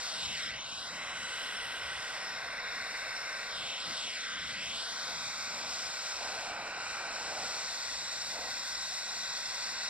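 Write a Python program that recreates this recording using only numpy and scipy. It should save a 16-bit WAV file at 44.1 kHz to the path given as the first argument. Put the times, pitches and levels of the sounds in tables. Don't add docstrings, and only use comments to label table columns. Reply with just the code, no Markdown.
import sys
import numpy as np
from scipy import signal
from scipy.fft import rfft, irfft, next_fast_len
from scipy.io import wavfile
from scipy.ndimage import uniform_filter1d

SR = 44100
rng = np.random.default_rng(int(sys.argv[2]) if len(sys.argv) > 2 else 0)


def volts_from_db(level):
    exponent = np.asarray(level, float) / 20
    return 10 ** exponent


def to_wav(s):
    ch = np.atleast_2d(s).T
    pcm = np.round(np.clip(ch, -1, 1) * 32767)
    wavfile.write(sys.argv[1], SR, pcm.astype(np.int16))


N = 436149
SIZE = next_fast_len(N + 8192)
HZ = np.maximum(np.arange(SIZE // 2 + 1) * SR / SIZE, 1)
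FLICKER_DB = 1.0


def in_time(rows):
    s, *columns = np.transpose(rows)
    return [np.interp(np.arange(N) / SR, s, column) for column in columns]


def spells(rows):
    edge_s = 0.021
    t = np.arange(0, N, 32) / SR
    total = 0
    for middle, length, db in rows:
        rise = np.tanh((t - middle + length / 2) / edge_s)
        fall = np.tanh((t - middle - length / 2) / edge_s)
        total = total + db * (rise - fall) / 2
    return np.interp(np.arange(N) / SR, t, total)


def at_hz(points):
    hz, value = np.transpose(points)
    return np.interp(np.log(HZ), np.log(hz), value)


def filtered(x, gain):
    return irfft(rfft(x, SIZE) * gain, SIZE)[..., :N]


def noise(spectrum, count=1):
    x = filtered(rng.standard_normal((count, N)), volts_from_db(at_hz(spectrum)))
    return x / x.std()


def drift(rate):
    x = filtered(rng.standard_normal(N), 1 / (1 + (HZ / rate) ** 2))
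    return x / x.std()


def hiss():
    # (frequency [Hz], density [dB per Hz])
    jet_spectrum = [(200, -24.5), (500, -10), (900, -6.5), (1300, -1.5), (2000, 2), (2600, -1),
                    (3200, -1.5), (3700, -1), (4400, -7), (5200, -7), (6300, -2), (8000, -15),
                    (11000, -33.5), (15000, -48.5)]
    # (time [s], hiss [dB], brightness [dB])
    aim = [(0.0, -41, -14), (.3, -41, -16.5), (0.46, -39, -18), (0.56, -41.5, -29.5), (.75, -43, -17.5),
           (0.9, -42.5, -19), (1.05, -40.5, -19.5), (1.6, -43.5, -11), (2.2, -41.5, -17.5), (2.6, -39, -23),
           (3.0, -39.5, -19), (3.42, -40.5, -18.5), (3.6, -41, -19), (3.8, -39.5, -21.5), (4.0, -40.5, -16),
           (4.3, -40, -19.5), (4.65, -41, -18.5), (5.0, -40, -15.5), (5.4, -41.5, -14.5), (5.75, -44, -9.5),
           (6.5, -41, -18.5), (7.0, -39, -18), (7.4, -42, -14), (7.8, -42, -12.5), (8.3, -43, -11),
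           (8.9, -43.5, -10), (9.4, -42, -13), (9.89, -43.5, -11)]
    # (middle [s], length [s], level [dB])
    shades = [(.58, 0.16, -0.5), (1.05, 0.29, -1), (1.64, 0.41, -3.5), (1.98, 0.28, -1.5), (2.56, 0.16, -3),
              (3.5, 0.13, 1), (4.3, 0.28, -3.5), (4.59, 0.075, -4.5), (5.0, 0.083, -1.5),
              (5.55, 0.21, -1.5), (6.65, 0.24, -7), (7.08, 0.12, -3.5), (8.42, 0.13, -3)]
    hiss_db, bright_db = in_time(aim)
    jet = noise(jet_spectrum, count=3)
    bright_hz = 4680
    top = filtered(jet, 1 / (1 + (bright_hz / HZ) ** 4))
    top_gain = volts_from_db(bright_db + spells(shades) + 24.0 + FLICKER_DB * drift(8.0))
    return volts_from_db(hiss_db + 2.5) * (jet - top + top_gain * top)


def roar(wrap_db):
    # (frequency [Hz], density [dB per Hz])
    roar_spectrum = [(150, -21.5), (350, -6), (520, -2), (720, 4), (1000, -5.5), (1500, -12), (2600, -11),
                     (3200, -44)]
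    free_flame_db = -54
    return volts_from_db(free_flame_db + wrap_db + FLICKER_DB * drift(24)) * noise(roar_spectrum, count=3)


def rumble():
    # (frequency [Hz], density [dB per Hz])
    low_spectrum = [(15, -35), (30, -36), (55, -0.5), (110, -3.5), (200, 0.5), (320, -4), (600, -35.5)]
    # (middle [s], length [s], level over the calm [dB])
    puffs = [(1.0, 1.8, -1), (.26, 0.2, 8.5), (.53, 0.19, 6), (.75, 0.27, 4), (.98, 0.17, 9.5),
             (1.2, 0.12, 7), (1.95, 0.3, -17), (3.61, 0.12, 6), (3.89, 0.08, 18), (4.05, 0.034, 14),
             (4.45, 0.29, 7.5), (4.68, 0.19, 8), (5.15, 0.44, 7), (5.65, 0.44, 2.5), (6.6, 0.24, 3),
             (7.38, 0.26, 6), (8.4, 0.21, 6)]
    # (middle [s], length [s], level over the calm [dB])
    gusts = [(.27, 0.11, 17.5), (.52, 0.082, 10), (.62, 0.56, 6.5), (.91, 0.061, 6), (1.17, .3, 8),
             (1.64, 0.091, 12), (1.92, 0.24, 12.5), (2.5, 0.051, 4), (2.82, 0.11, 4), (3.6, 0.11, 5),
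             (3.89, 0.074, 0), (4.5, 0.21, 11), (4.68, 0.083, 11), (5.28, 0.38, 7.5), (5.7, 0.12, 7),
             (5.87, 0.055, 11), (6.48, .25, 5), (6.92, 0.086, 6), (7.35, 0.18, 5), (7.62, 0.11, 7),
             (7.95, 0.19, 8), (8.3, 0.34, 2), (8.8, .3, 2)]
    calm_db, gust_cut_hz = -66, 133
    x = noise(low_spectrum, count=3)
    deep = filtered(x, 1 / (1 + (HZ / gust_cut_hz) ** 4))
    flutter = volts_from_db(calm_db + spells(puffs) + 2.1 * drift(5.4)) * (x - deep)
    return flutter + volts_from_db(calm_db + spells(gusts)) * deep


def whistle(wrap_db, hz, width_hz, level_db):
    waver_db, choke = 2, 0.71
    x = filtered(rng.standard_normal(N), 1 / (1 + (2 * (HZ - hz) / width_hz) ** 2))
    return volts_from_db(level_db + waver_db * drift(3.7) - choke * wrap_db) * x / x.std()


def whistles(wrap_db):
    # (middle [s], length [s], level [dB])
    turned = [(.75, 0.43, -7), (6.7, 0.8, -13), (1.2, 0.4, -5), (1.6, 0.29, -0.5), (3.7, 0.23, -4),
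              (4.0, 0.31, -6), (4.7, 0.79, -6), (8.45, 0.31, 2.5), (9.2, 1.4, 3.5)]
    # (frequency [Hz], width [Hz], level [dB])
    side_whistles = [
        (3930, 127, -62.5),
        (6120, 130, -62),
        (8700, 160, -76),
    ]
    # (middle [s], length [s], level [dB])
    facing = [
        [(.3, .2, 13), (1.3, 1.2, 12), (2.3, 0.23, 1), (3.2, 0.45, 2), (5.8, 0.59, -1), (8.4, 3.7, 11.5)],
        [(.3, .2, 10), (.7, .3, 18), (1.3, 0.65, 11), (2.9, 1.0, 8), (4.28, .25, 13), (5.35, 0.32, 14),
         (6.9, .2, 8)],
        [(.2, .5, 14), (1.75, 1.11, 16.5), (2.5, .2, 14), (3.1, .7, 12.5), (4.1, .2, 12), (4.9, .2, 6),
         (6.9, .9, 6), (8.1, .2, -1)],
    ]
    total = whistle(wrap_db, 5380, 160, -47 + spells(turned))
    for (hz, width_hz, db), rows in zip(side_whistles, facing):
        total = total + whistle(wrap_db, hz, width_hz, db + spells(rows))
    return total


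def late(x, delay_ms):
    n = np.arange(N)
    port_skew = 0.015
    left = np.interp(n - delay_ms * (1 + port_skew) * SR / 1000, n, x[0])
    right = np.interp(n - delay_ms * (1 - port_skew) * SR / 1000, n, x[1])
    return np.array([left, right])


def with_echoes(x, source, tables, scale=1):
    paths = [(ms, np.clip(scale * share, 0, 1)) for ms, share in map(in_time, tables)]
    copies = sum(share * late(source, ms) for ms, share in paths)
    power = 1 + sum(share ** 2 for ms, share in paths)
    return (x + copies) / np.sqrt(power)


def worker_echoes(x):
    # (time [s], delay [ms], share [0-1])
    hand = [(0.0, .63, .1), (.9, .63, .15), (1.1, .64, .05), (1.25, .645, .34), (2.1, .63, .26),
            (2.25, .58, .08), (2.4, .525, .22), (3.45, .525, .2), (3.7, .63, .15), (4.9, .635, .14),
            (5.15, .82, .22), (5.5, .82, .22), (5.8, .76, .12), (6.9, .735, .26), (7.5, .74, .1),
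            (7.8, .67, .08), (9.89, .67, .1)]
    # (time [s], delay [ms], share [0-1])
    forearm = [(0, 1.13, .12), (1.0, .99, .14), (1.75, 1.1, .06), (2.0, 1.11, .18), (3.1, 1.12, .13),
               (3.5, 1.12, .03), (5.7, 1.2, .06), (6.3, 1.2, .17), (7.2, 1.2, .14), (7.55, 1.2, .04),
               (7.8, 1.11, .2), (9.89, 1.11, .2)]
    # (time [s], delay [ms], share [0-1])
    chest = [(0, 1.8, .06), (1.5, 2.0, .14), (2.2, 2.0, .08), (2.6, 1.83, .14), (3.6, 1.85, .14),
             (4.0, 1.9, .04), (6.7, 2.12, .12), (7.4, 2.1, .04), (7.8, 2.0, .14), (9.89, 2.0, .14)]
    return with_echoes(x, x, [hand, forearm, chest], scale=1.15)


def pipe_echo(x):
    # (time [s], delay [ms], share [0-1])
    pipe = [(0, .07, .05), (1.25, .07, .05), (1.45, .066, .5), (2.0, .068, .5), (2.5, .07, .55),
            (3.0, .068, .5), (3.5, .066, .4), (3.8, .066, .05), (5.0, .055, .05), (5.6, .052, .3),
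            (6.3, .055, .2), (7.0, .06, .05), (7.5, .052, .2), (8.0, .055, .05), (8.5, .066, .25),
            (9.0, .06, .05), (9.5, .052, .15), (9.89, .048, .5)]
    return with_echoes(x, x, [pipe])


def bench_echo(x):
    # (time [s], delay [ms], share [0-1])
    at_joint = [(1.33, .097, .6), (1.75, .097, .6), (1.92, .11, .35), (2.1, .14, .5), (2.3, .152, .65),
                (2.48, .16, .8), (2.62, .16, .97), (2.9, .154, .97), (3.25, .151, .95), (3.46, .156, .9),
                (5.3, .165, .95), (5.48, .158, .85), (5.65, .16, .5), (6.0, .158, .7), (6.35, .155, .55),
                (6.7, .148, .88), (7.1, .149, .85), (7.45, .155, .65), (7.75, .165, .87), (8.2, .161, .88),
                (8.65, .166, .95), (8.95, .161, .86), (9.3, .166, .99), (9.55, .165, .99),
                (9.89, .156, .93)]
    # (time [s], delay [ms], share [0-1])
    lifts = [(0.0, .172, .6), (.12, .19, .5), (.22, .265, .55), (.33, .33, .55), (.41, .52, .65),
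             (.48, .57, .7), (.55, .38, .55), (.62, .26, .8), (.72, .25, .97), (.8, .235, .95),
             (.86, .195, .9), (.92, .15, .9), (.97, .125, .6), (1.04, .106, .75), (1.24, .116, .7),
             (3.54, .19, .7), (3.63, .27, .55), (3.76, .31, .7), (3.84, .23, .6), (3.91, .178, .3),
                   (3.98, .23, .55), (4.08, .32, .75), (4.18, .46, .7), (4.3, .59, .62), (4.45, .55, .45),
                   (4.58, .42, .42), (4.68, .32, .6), (4.78, .25, .7), (4.86, .2, .85), (4.95, .182, .9),
                   (5.1, .174, .93)]
    bench = sorted(at_joint + lifts)
    ms, share = in_time(bench)
    rebound = np.clip(0.45 * share ** 2, 0, .6)
    once = x
    for _ in range(5):
        x = once - rebound * late(x, ms)
    echo_cut_hz = 38000
    dull = filtered(x, 1 / np.sqrt(1 + (HZ / echo_cut_hz) ** 4))
    return with_echoes(x, dull, [bench])


def scene():
    # (middle [s], length [s], level over the free flame [dB])
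    wraps = [(.3, 0.68, 0), (1.5, 1.4, 2), (4.3, 0.62, -2.5), (5.12, 0.1, 7), (5.6, 0.19, 5),
             (5.85, 0.22, 2), (6.52, 0.64, 5), (6.9, 1.5, 5), (7.2, 0.54, 4.5), (8.41, 0.17, 9.5)]
    # (frequency [Hz], level [dB])
    scatter = [(30, -5), (120, -10), (500, -18), (1500, -19), (3200, -22), (4500, -12), (8000, -8.5),
               (12000, -1)]
    wrap_db = spells(wraps)
    flame = hiss() + roar(wrap_db)
    low = rumble()
    both_ports = np.array([flame[0], flame[0]])
    echoed = bench_echo(pipe_echo(worker_echoes(both_ports)))
    direct = echoed + whistles(wrap_db) + low[0]
    return direct + filtered(flame[1:] + low[1:], volts_from_db(at_hz(scatter)))


def cavities(rows):
    return volts_from_db(sum(db / (1 + (2 * (HZ - hz) / width) ** 2) for hz, width, db in rows))


def microphone_ports(dry):
    # (frequency [Hz], width [Hz], level [dB])
    housing = [(1520, 156, 4.5), (1722, 167, -10.5), (2160, 300, 0), (3970, 92, 3), (4480, 210, 2.5),
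               (382, 138, -6), (5700, 300, -2.5), (6450, 800, -12), (7960, 48, -11), (9300, 85, -9)]
    # (frequency [Hz], width [Hz], level [dB])
    left_port = [(880, 180, -3), (1180, 160, -2.5), (7450, 750, -15), (12000, 1700, -10)]
    # (frequency [Hz], level [dB])
    port_balance = [(60, 2.5), (400, -1), (1500, 0), (3000, 1), (5900, 3), (6500, 2.5), (8800, -1),
                    (10000, -4), (12000, -7.5), (14500, -3)]
    # (frequency [Hz], phase [radians])
    port_phase = [(0, 0), (200, -.25), (5400, -1.75), (5950, -2.3), (6300, -3), (7330, -3.6), (7550, -1.2),
                  (8600, -1), (9100, -2.1), (11200, -3.2), (11700, -3.9), (12100, -.9), (13500, -2.9),
                  (15500, -3.1)]
    lead = np.interp(HZ, *np.transpose(port_phase))
    half = volts_from_db(at_hz(port_balance) / 2) * np.exp(.5j * lead)
    ports = np.array([half * cavities(left_port), 1 / half])
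    return filtered(dry, cavities(housing) * ports)


def cancelling(mid):
    hz, width_hz, depth_db = 6570, 900, -4
    return filtered(mid, volts_from_db(depth_db / (1 + (2 * (HZ - hz) / width_hz) ** 8)))


def smeared(x):
    return uniform_filter1d(uniform_filter1d(x, size=5, axis=2), size=2, axis=1)


def dropouts(x):
    # (frequency [Hz], share of time in sum [0-1], in difference [0-1])
    dropped = [(4500, 0, 0), (5000, .05, 0), (5400, .01, 0), (5860, .06, 0), (6030, .1, 0), (6210, .35, 0),
               (6370, 1, 0), (6800, 1, 0), (6880, .03, 0), (7400, .04, 0), (7800, 0, 0), (8600, .02, .02),
               (9400, .2, .12), (10800, .24, .17), (12000, .12, .15), (13300, .15, .2), (14100, .28, .3),
               (14800, .75, .75), (15200, .98, .98), (15700, 1, 1)]
    # (middle [s], length [s], low edge [Hz], high edge [Hz])
    holes = [(3.05, 1.1, 6300, 6900), (7.4, 3.8, 6300, 6900), (6.2, 1.1, 6150, 6900),
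             (7.9, 1.6, 6150, 6900), (2.66, .12, 5850, 6900), (2.87, .12, 5850, 6900),
             (3.07, .12, 5850, 6900), (3.53, .14, 5850, 6900), (5.59, .06, 5850, 6900),
             (6.6, .1, 5850, 6900), (6.8, .12, 5850, 6900), (7.14, .08, 5850, 6900),
             (1.68, .14, 6900, 7500), (1.9, .04, 6900, 7500), (1.6, .05, 10700, 11700),
             (2.19, .08, 10500, 11900), (2.8, .07, 9000, 9700), (3.53, .1, 10500, 11400),
             (4.1, .14, 9800, 11000), (4.55, .25, 9000, 9700), (5.52, .18, 9000, 9700),
             (5.7, .12, 9700, 11000), (7.6, .12, 9100, 9800), (7.65, .07, 10500, 11400),
             (8.13, .1, 9100, 9800), (8.58, .1, 10300, 11000), (9.58, .06, 9800, 11000),
             (9.79, .09, 9100, 11000), (9.86, .06, 10000, 11000)]
    # (middle [s], length [s])
    returns = [(.48, .06), (1.99, .06), (2.55, .08), (2.78, .04), (3.18, .07), (3.4, .07), (1.18, .04),
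               (4.05, .06), (4.33, .05), (5.15, .03), (4.77, .05), (5.85, .05), (6.7, .05), (7.05, .05),
               (7.75, .05), (8.81, .06), (8.94, .04)]
    hz, t, cells = signal.stft(x, SR, nperseg=1024)
    bands = abs(cells[:, :512].reshape(2, 128, 4, -1)) ** 2
    power = smeared(bands.mean(axis=2))
    hz = hz[:512:4]
    strong = power[:, (hz > 6900) & (hz < 8600)].mean(axis=(0, 1))
    whim = smeared(rng.standard_normal(power.shape))
    margin_db = 10 * np.log10(power / strong + 1e-12) + 14 * whim
    rank = margin_db.argsort(axis=2).argsort(axis=2) / power.shape[2]
    at, *shares = np.transpose(dropped)
    kept = rank >= np.array([np.interp(hz, at, share) for share in shares])[..., None]
    for middle, length, low, high in holes:
        lost_bands = (hz > low - 150) & (hz < high - 80)
        lost_times = abs(t - middle) < length / 2 + .01
        kept[0][np.ix_(lost_bands, lost_times)] = False
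    for middle, length in returns:
        kept[0][np.ix_(hz < 6900, abs(t - middle) < length / 2)] = True
    cells[:, :512] *= np.repeat(kept, 4, axis=1)
    return signal.istft(cells, SR, nperseg=1024)[1][:, :N]


def top_cut(x):
    return signal.sosfilt(signal.butter(12, 15610, fs=SR, output="sos"), x)


def record(dry):
    left, right = microphone_ports(dry)
    mid = cancelling((left + right) / 2)
    side = (left - right) / 2
    mid, side = dropouts(np.array([mid, side]))
    return top_cut(np.array([mid + side, mid - side]))


dry = scene()
out = record(dry)
to_wav(out)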